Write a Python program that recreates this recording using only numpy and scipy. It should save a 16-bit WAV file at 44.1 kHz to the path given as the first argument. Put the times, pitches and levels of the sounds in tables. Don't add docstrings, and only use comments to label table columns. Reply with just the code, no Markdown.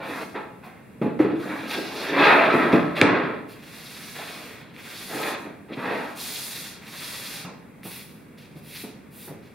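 import sys
import numpy as np
from scipy import signal
from scipy.fft import rfft, irfft, next_fast_len
from scipy.io import wavfile
from scipy.ndimage import uniform_filter1d, map_coordinates

SR = 44100
rng = np.random.default_rng(int(sys.argv[2]) if len(sys.argv) > 2 else 0)


def wrap_up_sound(samples):
    columns = np.atleast_2d(samples).T
    tamed = np.clip(columns, -1, 1)
    steps = np.round(tamed * 32767).astype(np.int16)
    wavfile.write(sys.argv[1], SR, steps)


N = 420713
STEP_S = 0.002


def amp(db):
    return 10 ** (np.asarray(db) / 20)


def unit(x):
    return x / np.sqrt(np.mean(x ** 2) + 1e-20)


def along(points, hz):
    f, v = np.transpose(points)
    return np.interp(np.log(hz + 1), np.log(f + 1), v)


def filtered(x, response):
    n = x.shape[-1]
    padded = next_fast_len(n + SR // 2)
    hz = np.fft.rfftfreq(padded, 1 / SR)
    return irfft(rfft(x, padded) * response(hz), padded)[..., :n]


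def coloured(x, spectrum):
    return unit(filtered(x, lambda hz: amp(along(spectrum, hz))))


def resonance(hz, centre, width):
    return 1j * hz * width / (centre ** 2 - hz ** 2 + 1j * hz * width)


def add(track, s, sound):
    part = track[max(round(s * SR), 0):][:len(sound)]
    part += sound[:len(part)]


def gains(rows, fade=0.013):
    s, *columns = np.transpose(rows)
    t = np.arange(N) / SR
    gate = np.clip(1 + np.minimum(t - s[0], s[-1] - t) / fade, 0, 1)
    return np.array([gate * amp(np.interp(t, s, column)) for column in columns])


def clock():
    return np.arange(0, N / SR + STEP_S, STEP_S)


def sampled(curves):
    t = np.arange(N) / SR
    return np.array([np.interp(t, clock(), curve) for curve in curves])


def swells(rows, curve):
    total = 0
    for start, rise, hold, fall, db, *others_db in rows:
        t = clock() - start
        slowing = np.maximum(t - rise - hold, 0) / fall
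        shape = np.sin(np.pi / 2 * np.clip(t / rise, 0, 1)) * amp(-20 * slowing ** curve)
        total = total + np.outer(amp([0, *others_db]), amp(db) * shape)
    return sampled(total)


def wobble(rate):
    knots = rng.standard_normal(int(N * rate / SR) + 4)
    return map_coordinates(knots, [np.arange(N) * rate / SR])


def friction(spectrum, rate, smooth_db, uneven_db):
    slips = (rng.random(N) < rate / SR) * rng.standard_normal(N)
    force = unit(slips) + amp(smooth_db) * rng.standard_normal(N)
    pressure = amp(uneven_db * wobble(55))
    return coloured(force * pressure, spectrum)


def pushing(scrape_db=1.0, grit_db=2.0, judder_db=-1, judder_limit_db=-21):
    # time in seconds, scrape and grit in dB before their trims.
    long_push = [(1.3, -34, -56), (1.344, -48, -59), (1.456, -37.5, -48.5), (1.51, -33, -49),
                 (1.672, -41.5, -47), (1.726, -33.5, -38), (1.888, -42.5, -45), (2.066, -31, -37),
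                 (2.13, -28.5, -42), (2.196, -15.5, -31.5), (2.292, -14, -26.5), (2.356, -16, -36.5),
                 (2.7, -27, -42), (2.724, -21, -47), (2.908, -39.5, -51), (2.95, -36, -52)]
    # start, rise, hold and fall in seconds, scrape in relative dB,
    # grit and judder in dB against the scrape.
    shoves = [(0.0, 0.0017, 0.089, .02, -34.5, -11.5, -5), (0.09, 0.023, 0.122, .008, -32, -12.5, -5.5),
              (0.34, 0.014, 0.0071, 0.042, -31, -22, -14), (0.625, 0.019, .01, 0.17, -41.5, -23, -18.5),
              (2.95, 0.038, 0.035, 0.012, -26, -6.5, -6), (3.006, 0.014, 0.14, 0.22, -22.5, -17, 1),
              (4.18, 0.0081, .02, 0.65, -42, -2, -2.5), (5.066, 0.18, 0.044, 0.15, -30, -8, -1),
              (5.44, 0.021, .03, 0.048, -47.5, -11, 9.5), (5.68, 0.051, 0.0082, .02, -42, -5, 5),
              (5.745, 0.13, 0.034, 0.3, -28.5, -13.5, -3)]
    scrape, grit = gains(long_push) * amp([[scrape_db], [grit_db]])
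    judder = amp(judder_db) * scrape / np.hypot(1, scrape / amp(judder_limit_db))
    return np.array([scrape, grit, judder]) + swells(shoves, curve=1.3)


def shifting(x, depth_db, hz_size=3, time_size=8):
    z = signal.stft(x, nperseg=1024)[2]
    field = uniform_filter1d(rng.standard_normal(z.shape), hz_size, 0)
    field = uniform_filter1d(field, time_size, 1)
    return unit(signal.istft(z * amp(depth_db * unit(field)), nperseg=1024)[1][:N])


def sliding():
    # frequency in Hz, gain in dB.
    scrape_tone, grit_tone, judder_tone = [(150, -30), (400, -8), (650, -0.5), (1100, -0.5), (1700, -1.5),
                                           (2400, -6), (2900, -14.5), (3600, -21), (7000, -76)], [(1000, -30), (2200, 4), (3400, 2.5),
                                                           (4200, -1.5), (5200, -15), (7000, -31),
                                                           (10000, -41), (16000, -54)], [(30, -47), (70, -38), (120, -11.5),
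                                                                         (200, -0.5), (320, 5), (480, 2.5),
                                                                         (750, -1.5), (1500, -73)]
    scrape, grit, judder = pushing()
    scrape_rub = shifting(friction(scrape_tone, rate=2500, smooth_db=-2.0, uneven_db=1), depth_db=2.5)
    grit_rub = friction(grit_tone, rate=2000, smooth_db=2, uneven_db=3.5)
    judder_rub = shifting(friction(judder_tone, rate=600, smooth_db=-6.5, uneven_db=2.0), depth_db=2.0)
    return (amp(-3.5) * scrape * scrape_rub
            + amp(-1.5) * grit * grit_rub
            + amp(-5.5) * judder * judder_rub)


def plywood(force, lowest_hz=98):
    # centre in Hz, width in Hz, gain in dB.
    panel_modes = [(148.3, 14, -3.5), (201.6, 22, -6.5), (286.5, 87, 0), (431.6, 15.4, 3.5), (647, 4.3, -2),
                   (846, 3.4, 7), (1058, 4.7, -1), (1287, 25, -3.5), (1614, 8.7, -6), (1883, 130, -9.5),
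                   (2476, 130, -6), (3510, 43, -6)]

    def response(hz):
        body = 1 + sum(amp(db) * resonance(hz, centre, width) for centre, width, db in panel_modes)
        radiation = 1j * hz / lowest_hz * resonance(hz, lowest_hz, lowest_hz)
        return body * radiation

    return filtered(force, response)


def travel(start, rise, hold, fall):
    t = clock() - start
    return np.sin(np.pi / 2 * np.clip(np.minimum(t / rise, (rise + hold + fall - t) / fall), 0, 1))


def stroking(hiss_db=-41, swish_db=-40.0, drag_db=-44):
    # start, rise, hold and fall in seconds, top speed in dB,
    # pressure in dB.
    glove_strokes = [(3.546, 0.45, 0.23, 0.42, -7.5, 0), (4.732, 0.52, 0.036, 0.065, -2.5, 0.5),
                     (6.147, 0.077, 0.22, 0.36, 0.5, -2), (6.808, 0.31, 0.21, 0.14, -1.9, 1)]
    total = 0
    for *timing, speed_db, pressure_db in glove_strokes:
        speed = amp(speed_db) * travel(*timing)
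        hiss = amp(hiss_db) * speed ** 1.28
        swish = amp(swish_db) * speed ** 0.96
        drag = amp(drag_db + pressure_db) * speed ** 0.29
        total = total + np.array([hiss, swish, drag])
    return sampled(total)


def gloves():
    # start, rise, hold and fall in seconds, hiss in dB,
    # swish in dB against the hiss.
    sleeve_brushes = [(0.0, 0.17, .06, 0.17, -53, 3), (1.012, .01, 0.009, 0.073, -63, -8),
                      (1.188, .01, .015, .07, -59.5, 3), (1.35, 0.11, 0.22, 0.081, -57.5, 2.5),
                      (1.67, .05, .01, 0.47, -46, 7.5), (1.9, 0.12, .04, 0.14, -51.5, 8),
                      (2.14, 0.15, .06, 0.58, -54, -12), (2.52, 0.024, .01, 0.33, -56, 6),
                      (2.72, 0.0063, .01, 0.066, -53.5, 7), (2.95, 0.028, 0.014, .015, -52, -6),
                      (5.36, 0.052, .02, .08, -57, -11), (5.7, 0.2, 0.23, 0.077, -58.5, 3.5)]
    # frequency in Hz, gain in dB.
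    hiss_tone, swish_tone, drag_tone = [(4000, -23), (6500, -3), (8000, -6.5), (9700, -0.5), (11500, -2.5),
                                        (14000, -5), (16000, -12)], [(900, -12), (2300, -4), (3500, 3), (4400, 2),
                                                      (5600, -4), (7500, -24), (9700, -28), (13000, -26)], [(100, -38), (300, -1), (600, -4.5),
                                                                     (950, -5.5), (1500, -2.5), (2200, 0.5),
                                                                     (3200, -4), (5000, -20.5)]
    hiss, swish, drag = stroking()
    sleeve_hiss, sleeve_swish = swells(sleeve_brushes, curve=0.81)
    return ((hiss + sleeve_hiss) * friction(hiss_tone, rate=5000, smooth_db=-2.0, uneven_db=0.5)
            + (swish + sleeve_swish) * friction(swish_tone, rate=4000, smooth_db=0.5, uneven_db=2.0)
            + drag * friction(drag_tone, rate=2200, smooth_db=6.5, uneven_db=3.0))


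def spread(mid, side):
    # frequency in Hz, side gain against mid in dB.
    side_width = [(30, 1), (80, -10), (250, -10), (600, -3.5), (1100, -2), (2100, -7.5), (4000, -5),
                  (8000, 5), (14000, -2)]
    side = filtered(side, lambda hz: amp(along(side_width, hz)))
    return np.array([mid + side, mid - side])


def room_tone(level_db=-47.6):
    # frequency in Hz, gain in dB.
    air_tone = [(20, -24), (50, -16), (90, -5.5), (140, 1.5), (230, 2.5), (340, -6.5), (480, -7),
                (700, -16.5), (1200, -18.5), (2300, -18.5), (3500, -29.5), (6000, -41), (10000, -35),
                (16000, -39.5)]
    return amp(level_db) * spread(*coloured(rng.standard_normal((2, N)), air_tone))


def workshop(x, wet_db=-2.5, delay=0.0035, build=0.00087, size=32768):
    # frequency in Hz, time to fall by 60 dB in seconds.
    room_decay = [(100, 1.5), (300, 0.76), (1000, 0.69), (3000, 0.5), (6000, 0.49), (14000, 0.0071)]
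    hop = size // 2
    out = np.zeros((2, N + 3 * size))
    x = np.pad(x, (hop, size))
    for start in range(0, N + hop, hop):
        hz, t, z = signal.stft(rng.standard_normal((2, size)), SR, nperseg=256)
        onset = 1 - np.exp(-np.maximum(t - delay, 0) / build)
        shape = amp(-60 * t / along(room_decay, hz)[:, None]) * onset
        shape = shape / np.linalg.norm(shape, axis=1, keepdims=True)
        tail = signal.istft(z * shape, SR, nperseg=256)[1]
        piece = x[start:start + size] * np.hanning(size)
        echo = signal.fftconvolve(piece[None], tail / np.linalg.norm(tail[0]), axes=1)
        out[:, start:start + echo.shape[1]] += echo
    return amp(wet_db) * spread(*out[:, hop:hop + N])


def knocks(thump_t60=0.058, rattle_t60=0.26, boom_t60=0.13, attack=0.0031):
    # time in seconds, blow in relative dB, pitch in Hz,
    # rattle and boom in dB before their trims.
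    blows = [(0.354, -17, 418, -4, -16), (1.014, -13.5, 217, -9.5, -2.5), (1.036, -13.5, 175, -25, -8.5),
             (1.058, -18, 411, -10.5, -1), (1.19, -12.5, 502, -8, -13), (1.199, 1.5, 322, -21, -15),
             (1.244, -9, 431, -15, -7.5), (1.329, -18.5, 313, -17, -1.5), (2.537, -7, 217, -10.5, -3),
             (2.731, -3, 230, -8.5, -4), (2.749, -4.5, 335, -39, -12.5), (3.0157, -5, 269, -10.5, -4.5),
             (4.186, -31.5, 680, 2, -16), (5.148, -17.5, 290, -22, -15), (5.453, -31, 300, -9, -9),
             (5.771, -22.5, 276, -32, -7), (7.446, -24, 170, -8, -12.5), (7.475, -34, 244, -2.5, -3),
             (7.852, -25.5, 193, -8.5, -14), (8.556, -30, 151, -19.5, -5), (8.835, -31.5, 267, -8, -0.5),
             (9.275, -30.5, 380, -6, -3.5), (9.306, -29, 141, -20, -2.5)]
    # frequency in Hz, gain in dB.
    rattle_tone, boom_tone = [(150, -20), (450, 4), (850, 7.5), (1400, 2), (2400, -4), (4000, -17),
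                              (6000, -39.5), (15000, -53)], [(30, -52), (55, -26), (85, -11), (130, -4), (200, -0.5),
                                              (330, -0.5), (500, -5.5), (750, -13.5), (1500, -63)]
    track, t = np.zeros(N), np.arange(SR // 3) / SR
    for s, db, hz, rattle_db, boom_db in blows:
        thump = amp(-0.5) * np.sin(2 * np.pi * hz * t) * amp(-60 * t / thump_t60)
        rattle = coloured(rng.standard_normal(len(t)), rattle_tone)
        rattle = rattle * amp(rattle_db - 3.5 - 60 * t / rattle_t60)
        boom = coloured(rng.standard_normal(len(t)), boom_tone) * amp(boom_db - 60 * t / boom_t60)
        add(track, s, amp(db - 4.5) * (1 - np.exp(-t / attack)) * (thump + rattle + boom))
    return track


def wipes():
    # start, rise, hold and fall in seconds, hiss in dB, rustle in dB against the hiss
    finger_wipes = [(0.63, 0.023, .012, 0.11, -61, 3), (3.47, 0.048, .005, .08, -55, 5.5),
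                    (7.14, 0.2, 0.076, 0.068, -59, 14.5), (7.828, 0.03, 0.12, 0.19, -44.5, 1),
                    (8.372, .015, .02, 0.15, -62.5, 12), (8.548, .04, .005, .03, -61.5, 6.5),
                    (8.616, 0.2, .012, 0.086, -44.5, 1.5), (9.1, 0.15, .02, 0.08, -47, -2.5),
                    (9.418, 0.034, .02, .1, -71.5, 13)]
    # frequency in Hz, gain in dB.
    fine_tone, rustle_tone = [(4500, -14), (6000, -13), (8000, -10.5), (10000, -0.5), (13000, -3.5),
                              (16000, -6)], [(400, -22), (1000, -14), (1700, -6), (2400, 1.5), (3500, -1),
                                            (4500, -3.5), (5600, -10.5), (9000, -24)]
    hiss, rustle = swells(finger_wipes, curve=0.89)
    return (hiss * friction(fine_tone, rate=5000, smooth_db=8.0, uneven_db=0.5)
            + amp(-1.0) * rustle * friction(rustle_tone, rate=2500, smooth_db=0, uneven_db=2.0))


def clacks(edge_hz=2300, edge_t60=0.011, crack_t60=0.0069, attack=0.000077):
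    # time in seconds, level in relative dB.
    edge_hits = [(1.711, -20), (2.729, -17), (3.0143, 4), (4.764, -34), (7.833, -34), (8.378, -51)]
    # frequency in Hz, gain in dB.
    crack_tone = [(300, -18.5), (800, -20), (1500, 18.5), (4200, 8), (6000, -27), (9000, -10.5),
                  (11500, -22), (16000, -31)]
    track, t = np.zeros(N), np.arange(SR // 20) / SR
    for s, db in edge_hits:
        ring = amp(-2.5) * np.sin(2 * np.pi * edge_hz * t) * amp(-60 * t / edge_t60)
        crack = coloured(rng.standard_normal(len(t)), crack_tone) * amp(-0.5 - 60 * t / crack_t60)
        add(track, s, amp(db) * (1 - np.exp(-t / attack)) * (ring + crack))
    return track


def scene():
    far = plywood(sliding() + knocks()) + gloves() + wipes()
    near = clacks()
    room = workshop(far + amp(-6.5) * near)
    balance = amp([[-0.2], [0.2]])
    return (far + near + room + room_tone()) * balance


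def record(dry, notch_hz=3030, notch_width=280, order=6, top_hz=15800):
    x = filtered(dry, lambda hz: 1 - resonance(hz, notch_hz, notch_width))
    x = x / (1 + np.abs(x) ** order) ** (1 / order)
    return filtered(x, lambda hz: hz < top_hz)


dry = scene()
out = record(dry)
wrap_up_sound(out)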